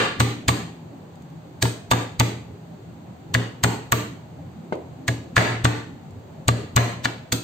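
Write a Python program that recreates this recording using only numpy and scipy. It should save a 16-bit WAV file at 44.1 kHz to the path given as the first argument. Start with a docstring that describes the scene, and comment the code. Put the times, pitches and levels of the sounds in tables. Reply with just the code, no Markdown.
"""First the dying end of a blow, then more blows in groups of three or four, with a soft tap and faint rustles between.
A stone pestle pounds shallots and garlic in a stone mortar on a kitchen counter: decaying noise is the crushed pulp,
decaying sine modes are the ringing stone and the thumping counter, and noise tails are the answer of the hard kitchen.
Shaped noise makes a low rumble, a hum and a hiss behind it all.
A phone with two microphone ports, the left one nearer to the mortar, listens and limits the loudest moments."""
import sys
import numpy as np
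from scipy import signal
from scipy.fft import rfft, irfft, next_fast_len
from scipy.io import wavfile
from scipy.ndimage import uniform_filter1d

SR = 44100
rng = np.random.default_rng(int(sys.argv[2]) if len(sys.argv) > 2 else 0)


def bounce(signal):
    """Save signal as a 16-bit WAV file at the path given by the first command-line argument."""
    frames = np.transpose(np.atleast_2d(signal))
    limited = np.clip(frames, -1, 1)
    pcm = np.round(limited * 32767).astype(np.int16)
    wavfile.write(sys.argv[1], SR, pcm)


N = 328045  # length [samples]
LEAD = SR // 4  # the mix starts this many samples before time 0


def amp(db):
    """Decibels to a linear factor."""
    return 10 ** (np.asarray(db) / 20)


def unit(x):
    """Scales a sound to an RMS of 1."""
    return x / np.sqrt(np.mean(x ** 2) + 1e-20)


def along(points, hz):
    """Reads a curve of (frequency [Hz], value) points on a log frequency axis."""
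    point_hz, value = np.transpose(points)
    return np.interp(np.log(hz + 1), np.log(point_hz + 1), value)


def filtered(x, response):
    """Multiplies the spectrum of x by a response of frequency."""
    size = next_fast_len(x.shape[-1] + 8192)
    spectrum = rfft(x, size) * response(np.fft.rfftfreq(size, 1 / SR))
    return irfft(spectrum, size)[..., :x.shape[-1]]


def coloured(x, curve):
    """Filters x by a curve of (frequency [Hz], level [dB]) points."""
    return filtered(x, lambda hz: amp(along(curve, hz)))


# how alike diffuse sound is at the two ports: (frequency [Hz], likeness [0 to 1])
LIKENESS = [(60, 1), (130, 0.95), (290, 0.84), (640, 0.24), (1400, 0.016)]


def diffuse(pair, spectrum):
    """Sound from all around: two unrelated noises, coloured and made alike in the bass through mid and side."""
    def response(hz):
        turn = np.arccos(np.clip(along(LIKENESS, hz), -1, 1)) / 2
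        return amp(along(spectrum, hz)) * [np.cos(turn), np.sin(turn)]
    mid, side = filtered(pair, response)
    return np.array([mid + side, mid - side])


def ring(modes, t, scatter_db, favour_db=lambda hz: 0):
    """A struck body: decaying sines at new strengths each time, a little different at each port."""
    total = 0
    for hz, db, t60 in modes:
        shared = rng.normal()
        per_port = np.clip(hz / 1500, 0, 1) * rng.normal(size=(2, 1))  # ports differ more in the treble
        level_db = db + favour_db(hz) + scatter_db * (shared + per_port)
        total = total + amp(level_db - 60 * t / t60) * np.sin(2 * np.pi * hz * t)
    return total


# colour of the low rumble: (frequency [Hz], relative density [dB per Hz])
RUMBLE_COLOUR = [(12, -69), (20, -39), (38, -40), (64, -17.5), (79, -8), (107, -7.5), (166, -4.5),
                 (195, -12), (238, -10.5), (401, -17.5), (439, -20), (665, -19), (826, -20), (1500, -47),
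                 (1950, -42), (3300, -120)]
# colour of the smooth hiss: (frequency [Hz], relative density [dB per Hz])
HISS_COLOUR = [(300, 0), (1000, 4), (2000, -3), (4000, -7), (8000, -8), (16000, 0.5)]
# rumble over time, before the phone: (time [s], level [dB])
RUMBLE_LEVEL = [(0, -41.5), (1.5, -44), (2.5, -43), (4, -43), (5, -42), (6, -42), (7.44, -44)]
HUM_HZ, HUM_HALF_WIDTH_HZ, HUM_DB = 166.9, 4.7, -53  # a wavering hum, perhaps of an appliance


def ambience():
    """A lumpy low rumble from outside and appliances, with a narrow band of noise as hum and a smooth hiss."""
    s, db = np.transpose(RUMBLE_LEVEL)
    z = signal.stft(rng.standard_normal((2, N)), nperseg=2048)[2]
    # lumps: a random gain, smoothed over frequency and time, shared by both ports
    field = uniform_filter1d(rng.standard_normal(z.shape[1:]), size=4, axis=0)
    field = uniform_filter1d(field, size=4, axis=1)
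    lumpy = signal.istft(z * amp(3.0 * unit(field)), nperseg=2048)[1][:, :N]
    rumble = amp(np.interp(np.arange(N) / SR, s, db)) * unit(diffuse(lumpy, RUMBLE_COLOUR))
    resonance = lambda hz: 1 / (1 + ((hz - HUM_HZ) / HUM_HALF_WIDTH_HZ) ** 2)
    hum = amp(HUM_DB) * unit(filtered(rng.standard_normal(N), resonance))
    hiss = amp(-49.0) * unit(diffuse(rng.standard_normal((2, N)), HISS_COLOUR))
    return rumble + hum + hiss


# how long the kitchen answers: (frequency [Hz], t60 [s])
KITCHEN_DECAY = [(100, 0.91), (400, 0.36), (1200, 0.46), (3000, 0.5), (8000, 0.41), (15000, 0.3)]
# how strongly the walls answer: (frequency [Hz], level [dB])
WALL_COLOUR = [(100, -4), (400, 14.5), (1200, 1), (3000, 1.5), (8000, 0), (15000, 0.5)]


def walls():
    """One answer of the kitchen to a click: noise with each frequency dying at its own speed."""
    hz, t, z = signal.stft(rng.standard_normal((2, SR // 2)), SR, nperseg=256)
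    decay = amp(-60 * t / along(KITCHEN_DECAY, hz)[:, None])
    tail = signal.istft(z * decay, SR, nperseg=256)[1]
    tail = tail / np.linalg.norm(tail[0])
    return diffuse(np.pad(tail, ((0, 0), (200, 0))), WALL_COLOUR)  # the answer starts 200 samples late


# shares of a left-over-right difference, one row a port: (share)
SIDES = np.array([[.5], [-.5]])
# left port over right port for a near source: (frequency [Hz], balance [dB])
PORT_BALANCE = [(200, 1.5), (400, -7.5), (1000, -5), (4000, -6), (8000, -4), (12000, -9), (16000, -13)]
# how far the left port leads the right: (frequency [Hz], lead [ms])
PORT_LEAD = [(100, 0.15), (1300, 0.31), (1900, 0.0037), (16000, 0.035)]


def heard(dry, bowl, boom, room_db):
    """Direct sound at two ports, the left one nearer, plus the answer of the walls.

    The answer is summed from two independent noise tails for a smoother decay."""
    def ports(hz):
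        lead_s = along(PORT_LEAD, hz) / 1000
        return amp(SIDES * along(PORT_BALANCE, hz)) * np.exp(2j * np.pi * hz * lead_s * SIDES)
    spread = dry + 0.3 * bowl + 0.26 * boom  # the bowl beams its ring; little of it reaches the walls
    answer = 0
    for channel in spread:
        answer = answer + signal.fftconvolve(channel[None], walls(), axes=1)[:, :dry.shape[1]] / 2
    return filtered(dry + bowl + boom, ports) + amp(room_db) * answer


def add(out, sound, s):
    """Mixes a sound in at s seconds, cutting whatever runs past the end."""
    part = out[:, round(s * SR) + LEAD:][:, :sound.shape[1]]
    part += sound[:, :part.shape[1]]


# colour of crushed pulp, also of the rustles: (frequency [Hz], level [dB])
PULP_COLOUR = [(300, -40), (1000, -3.5), (2000, -5.5), (4000, -1.5), (7000, 1.5), (12000, 7), (16000, 4)]
# faint dry ticks of skins and fingers: (time [s], level [dB], t60 [ms])
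RUSTLES = [(1.156, -42, 25), (1.222, -42, 36), (1.301, -44, 20), (4.754, -34, 11), (6.107, -44, 39)]


def rustle(db, t60_ms, t):
    """A dry tick of skins and fingers: a decaying burst of pulp-coloured noise, without walls."""
    skins = unit(coloured(rng.standard_normal((2, len(t))), PULP_COLOUR))
    return amp(db - 60000 * np.maximum(t, 0) / t60_ms) * (t > 0) * skins


# toneless part of a stone knock, also the scuff of the tap: (frequency [Hz], level [dB])
GRIT_COLOUR = [(150, -17), (400, -3.5), (900, 6.5), (2000, 4.5), (4000, -2.5), (8000, -10.5), (16000, -40)]
# what the tap rings: (frequency [Hz], level [dB], t60 [s])
TAP_MODES = [(180, -3.5, 0.04), (325, -27, 0.097), (530, -5, 0.085), (693, -14, 0.13), (943, -11.5, 0.14),
             (1500, 3, 0.028), (2120, -10.5, 0.046)]
# a soft tap on the counter: (time [s], level [dB], contact [ms])
TAP = (4.7238, -10.5, 1.67)


def tap(db, contact_ms, t):
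    """A soft tap at t = 0: one slow push, a scuff of noise and a few decaying modes."""
    after = np.maximum(t, 0)
    u = np.clip(t * 1000 / contact_ms, 0, 1)
    push = np.sin(2 * np.pi * u) * -np.sin(np.pi * u)  # a soft contact: one slow cycle
    grit = unit(coloured(rng.standard_normal((2, len(t))), GRIT_COLOUR))
    scuff = 0.073 * amp(-60 * after / 0.083) * grit
    onset = 1 - np.exp(-(after / 0.0015) ** 2)
    wood = 0.34 * onset * ring(TAP_MODES, after, scatter_db=3.0)
    touch = amp(db + 4.2 * SIDES) * (push + onset * scuff)
    return heard(touch, amp(db + 15 * SIDES) * wood, 0 * wood, room_db=-7.5)


# modes of the counter: (frequency [Hz], level [dB], t60 [s])
COUNTER_MODES = [(82.6, -1, 0.15), (117.4, 5.5, 0.28), (177.4, -5, 0.25), (252.9, -1, 0.14),
                 (293.3, -10, 0.38), (415, -16.5, 0.12), (499, -1, 0.027), (656, -4.5, 0.072)]
# upper modes against the lowest; they grow less than the thump
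UPPER_DB, UPPER_DB_PER_THUMP_DB = -5.5, -0.36


def thump(thump_db, delay_ms, t):
    """The counter booms in decaying modes and a low rattle once the pulp has passed the force on."""
    after = np.maximum(t - delay_ms / 1000, 0)
    body_db = UPPER_DB + UPPER_DB_PER_THUMP_DB * thump_db
    boom = ring(COUNTER_MODES, after, 1.5, lambda hz: body_db * (hz > 200))
    rattle_colour = [(100, -26.0), (200, 16), (450, 11), (900, -20.5)]  # (frequency [Hz], level [dB])
    rattle = unit(coloured(rng.standard_normal(len(t)), rattle_colour))
    boom = boom + amp(body_db - 10 - 60 * after / 0.43) * rattle  # the slab's many weaker modes
    return amp(thump_db) * boom * (1 - np.exp(-after / 0.002))


# modes of the stone mortar: (frequency [Hz], level [dB], t60 [s])
MORTAR_MODES = [(710, 1.5, 0.016), (914, 0.5, 0.022), (1169, -1.5, 0.049), (1435, -1, 0.018),
                (1687, -0.5, 0.029), (1900, -1.5, 0.019), (2160, -3.5, 0.049), (2837, 1, 0.028),
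                (3500, -4.5, 0.062)]
KNOCK_PAN_DB, KNOCK_PAN_SCATTER_DB = 6, 1.5  # left over right; each contact beams its own way


def knock(db, pitch_hz, since):
    """Stone meets stone: toneless grit, and bowl modes favoured near the pitch of the contact."""
    near = lambda hz: np.maximum(-130 * np.log2(hz / pitch_hz) ** 2, -17)
    noise = unit(coloured(rng.standard_normal((2, len(since))), GRIT_COLOUR))
    grit = amp(-60 * since / 0.025) * noise
    stone = ring(MORTAR_MODES, since, 1.5, near)
    pan_db = rng.normal(KNOCK_PAN_DB, KNOCK_PAN_SCATTER_DB)
    contact = amp(db + pan_db * SIDES) * (1 - np.exp(-since / 0.00018))
    return 0.6 * contact * grit, contact * stone


BRIGHT_DB_PER_OCTAVE, BRIGHTER_PER_DB = 0.5, 0.36  # treble tilt of a crush at 0 dB; weaker ones are duller
CRUSH_PAN_DB = 6.5  # left over right


def crush(crush_db, rise_ms, t60_ms, t):
    """Pulp gives way: noise swells up to t = 0 and dies, as cells burst unevenly all over the bowl."""
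    swell = np.exp(np.minimum(t, 0) * 1000 / rise_ms) * amp(-60000 * np.maximum(t, 0) / t60_ms)
    shared, left, right, uneven = rng.standard_normal((4, len(t)))
    bursts = amp(3 * unit(uniform_filter1d(uneven, size=30)))
    cells = (shared + 0.95 * np.array([left, right])) * bursts
    tilt_db = BRIGHT_DB_PER_OCTAVE + BRIGHTER_PER_DB * crush_db
    pulp = lambda hz: amp(along(PULP_COLOUR, hz) + tilt_db * np.log2(np.maximum(hz, 3000) / 4000))
    return amp(crush_db + CRUSH_PAN_DB * SIDES) * swell * unit(filtered(cells, pulp))


# stone on stone, once the pulp has given way and in rebounds:
# (time [s], level [dB], pitch favoured by the contact [Hz])
KNOCKS = [(-0.075, 13.5, 1280), (0.2039, -5, 1440), (0.2075, -4.5, 1030), (0.4843, -13, 2040),
          (0.4892, 1, 1074), (1.6256, -12, 1720), (1.654, -17, 920), (1.9143, 0.5, 1005), (1.921, -5, 1230),
          (1.9337, -7, 926), (2.2045, -4.5, 1050), (2.21, -6.5, 940), (3.3494, -3.5, 1760),
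          (3.357, -16, 1820), (3.637, -16.5, 1720), (3.6438, -1, 1410), (3.9222, -5.5, 1650),
          (3.9278, -6, 1190), (5.081, -16, 1880), (5.0869, -16, 1860), (5.3668, 1, 1550), (5.379, 3, 1700),
          (5.6527, 2.5, 1210), (6.4881, 1.5, 1080), (6.769, 1.5, 1160), (6.777, 0.5, 1460),
          (7.0553, -7.5, 1520), (7.322, -20.5, 1900), (7.3277, -17, 1360)]


def blow(s, crush_db, rise_ms, t60_ms, thump_db, delay_ms, t):
    """One blow at t = 0: crushed pulp, the stone knocks within 50 ms of it, and the thump of the counter."""
    out = crush(crush_db, rise_ms, t60_ms, t)
    bowl = 0 * out
    for when, db, pitch_hz in KNOCKS:
        if abs(when - s) < 0.05:
            grit, stone = knock(db, pitch_hz, np.maximum(t - (when - s), 0))
            out = out + grit
            bowl = bowl + stone
    return out, bowl, thump(thump_db, delay_ms, t)


# the pestle lands in the pulp: (time [s], crush level [dB], crush rise time constant [ms], crush t60 [ms],
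# thump level [dB], thump delay [ms], answer of the walls [dB])
BLOWS = [(-0.08, -3.5, 2, 160, -15.5, 2, -4), (0.202, -7, 1.8, 95, -13.5, 1, -4),
         (0.4834, -6, 2, 110, -13, 1, -5), (1.6266, -2, 3.3, 27, -18.5, 3, -6),
         (1.914, -1.5, 2.5, 61, -16.5, 3, -6), (2.1991, -0.5, 1.8, 32, -15, 1, -6.5),
         (3.3422, -10, 1.5, 81, -16.5, 7, -6.5), (3.6392, 0.5, 2.5, 29, -13.5, 1, -5.5),
         (3.923, 5.5, 1.6, 12, -17.5, 1, -4), (5.0822, -10, 2.5, 24, -24.5, 4, -7),
         (5.3659, -7, 2.5, 135, -9, 8, 1), (5.6464, -8, 1.8, 93, -11, 1, -6),
         (6.4825, -6, 2, 79, -11, 1, -9.5), (6.764, 3, 1.4, 28, -12, 1, -5),
         (7.0493, -14.5, 5, 47, -33.5, 2, -7), (7.3238, 0.5, 1.4, 33, -26.5, 2, -5)]


def pounding():
    """Every blow and the tap, each with its own answer from the walls, and the dry rustles."""
    out = np.zeros((2, N + LEAD))
    t = np.arange(-SR // 20, SR * 3 // 5) / SR
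    for s, *manner, answer_db in BLOWS:
        add(out, heard(*blow(s, *manner, t), answer_db), s + t[0])
    s, db, contact_ms = TAP
    add(out, tap(db, contact_ms, t), s + t[0])
    for s, db, t60_ms in RUSTLES:
        add(out, rustle(db, t60_ms, t), s + t[0])
    return out[:, LEAD:]


def scene():
    """The pounding over the ambience of the kitchen."""
    return pounding() + ambience()


# overall colour, phone and audio coding together, with a hole near 9 to 11 kHz: (frequency [Hz], level [dB])
OVERALL_COLOUR = [(20, -3), (45, -10.5), (90, 3), (4700, -0.5), (4900, -8), (6000, -8), (6300, -1.5),
                  (8500, -5.5), (8800, -18), (11200, -46), (11600, -17), (15300, -16), (16300, -39.5)]
TOP_HZ = 16350  # nothing passes from here up
LIMIT_DB, LIMIT_SHARE = -12.5, 0.73  # where limiting starts; share of the excess it removes
LIMIT_SENSES_S, LIMIT_ATTACK_S = 0.0049, 0.0013  # span over which it senses level; smoothing time constant
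RECOVER_DB_PER_S, DUCKED_AT_START_DB = 72, 4  # still recovering from the blow before time 0


def record(dry):
    """Overall colour, a limiter that ducks fast and recovers at a steady rate, soft clipping, band limit."""
    x = coloured(dry, OVERALL_COLOUR)
    span = round(LIMIT_SENSES_S * SR) | 1
    power = np.abs(uniform_filter1d((x ** 2).max(axis=0), size=span))  # of the louder port
    over_db = np.maximum(10 * np.log10(power + 1e-18) - LIMIT_DB, 0) * LIMIT_SHARE
    # a running maximum against a rising line makes the gain recover at a steady rate
    recovered_db = RECOVER_DB_PER_S * np.arange(N) / SR
    held_db = np.maximum.accumulate(np.maximum(over_db + recovered_db, DUCKED_AT_START_DB))
    duck_db = held_db - recovered_db
    keep = np.exp(-1 / (SR * LIMIT_ATTACK_S))
    smooth_db = signal.lfilter([1 - keep], [1, -keep], duck_db, zi=[duck_db[0] * keep])[0]
    x = x * amp(-smooth_db)
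    x = x / (1 + np.abs(x) ** 6) ** (1 / 6)  # soft clipping
    return filtered(x, lambda hz: hz < TOP_HZ)


dry = scene()
out = record(dry)
bounce(out)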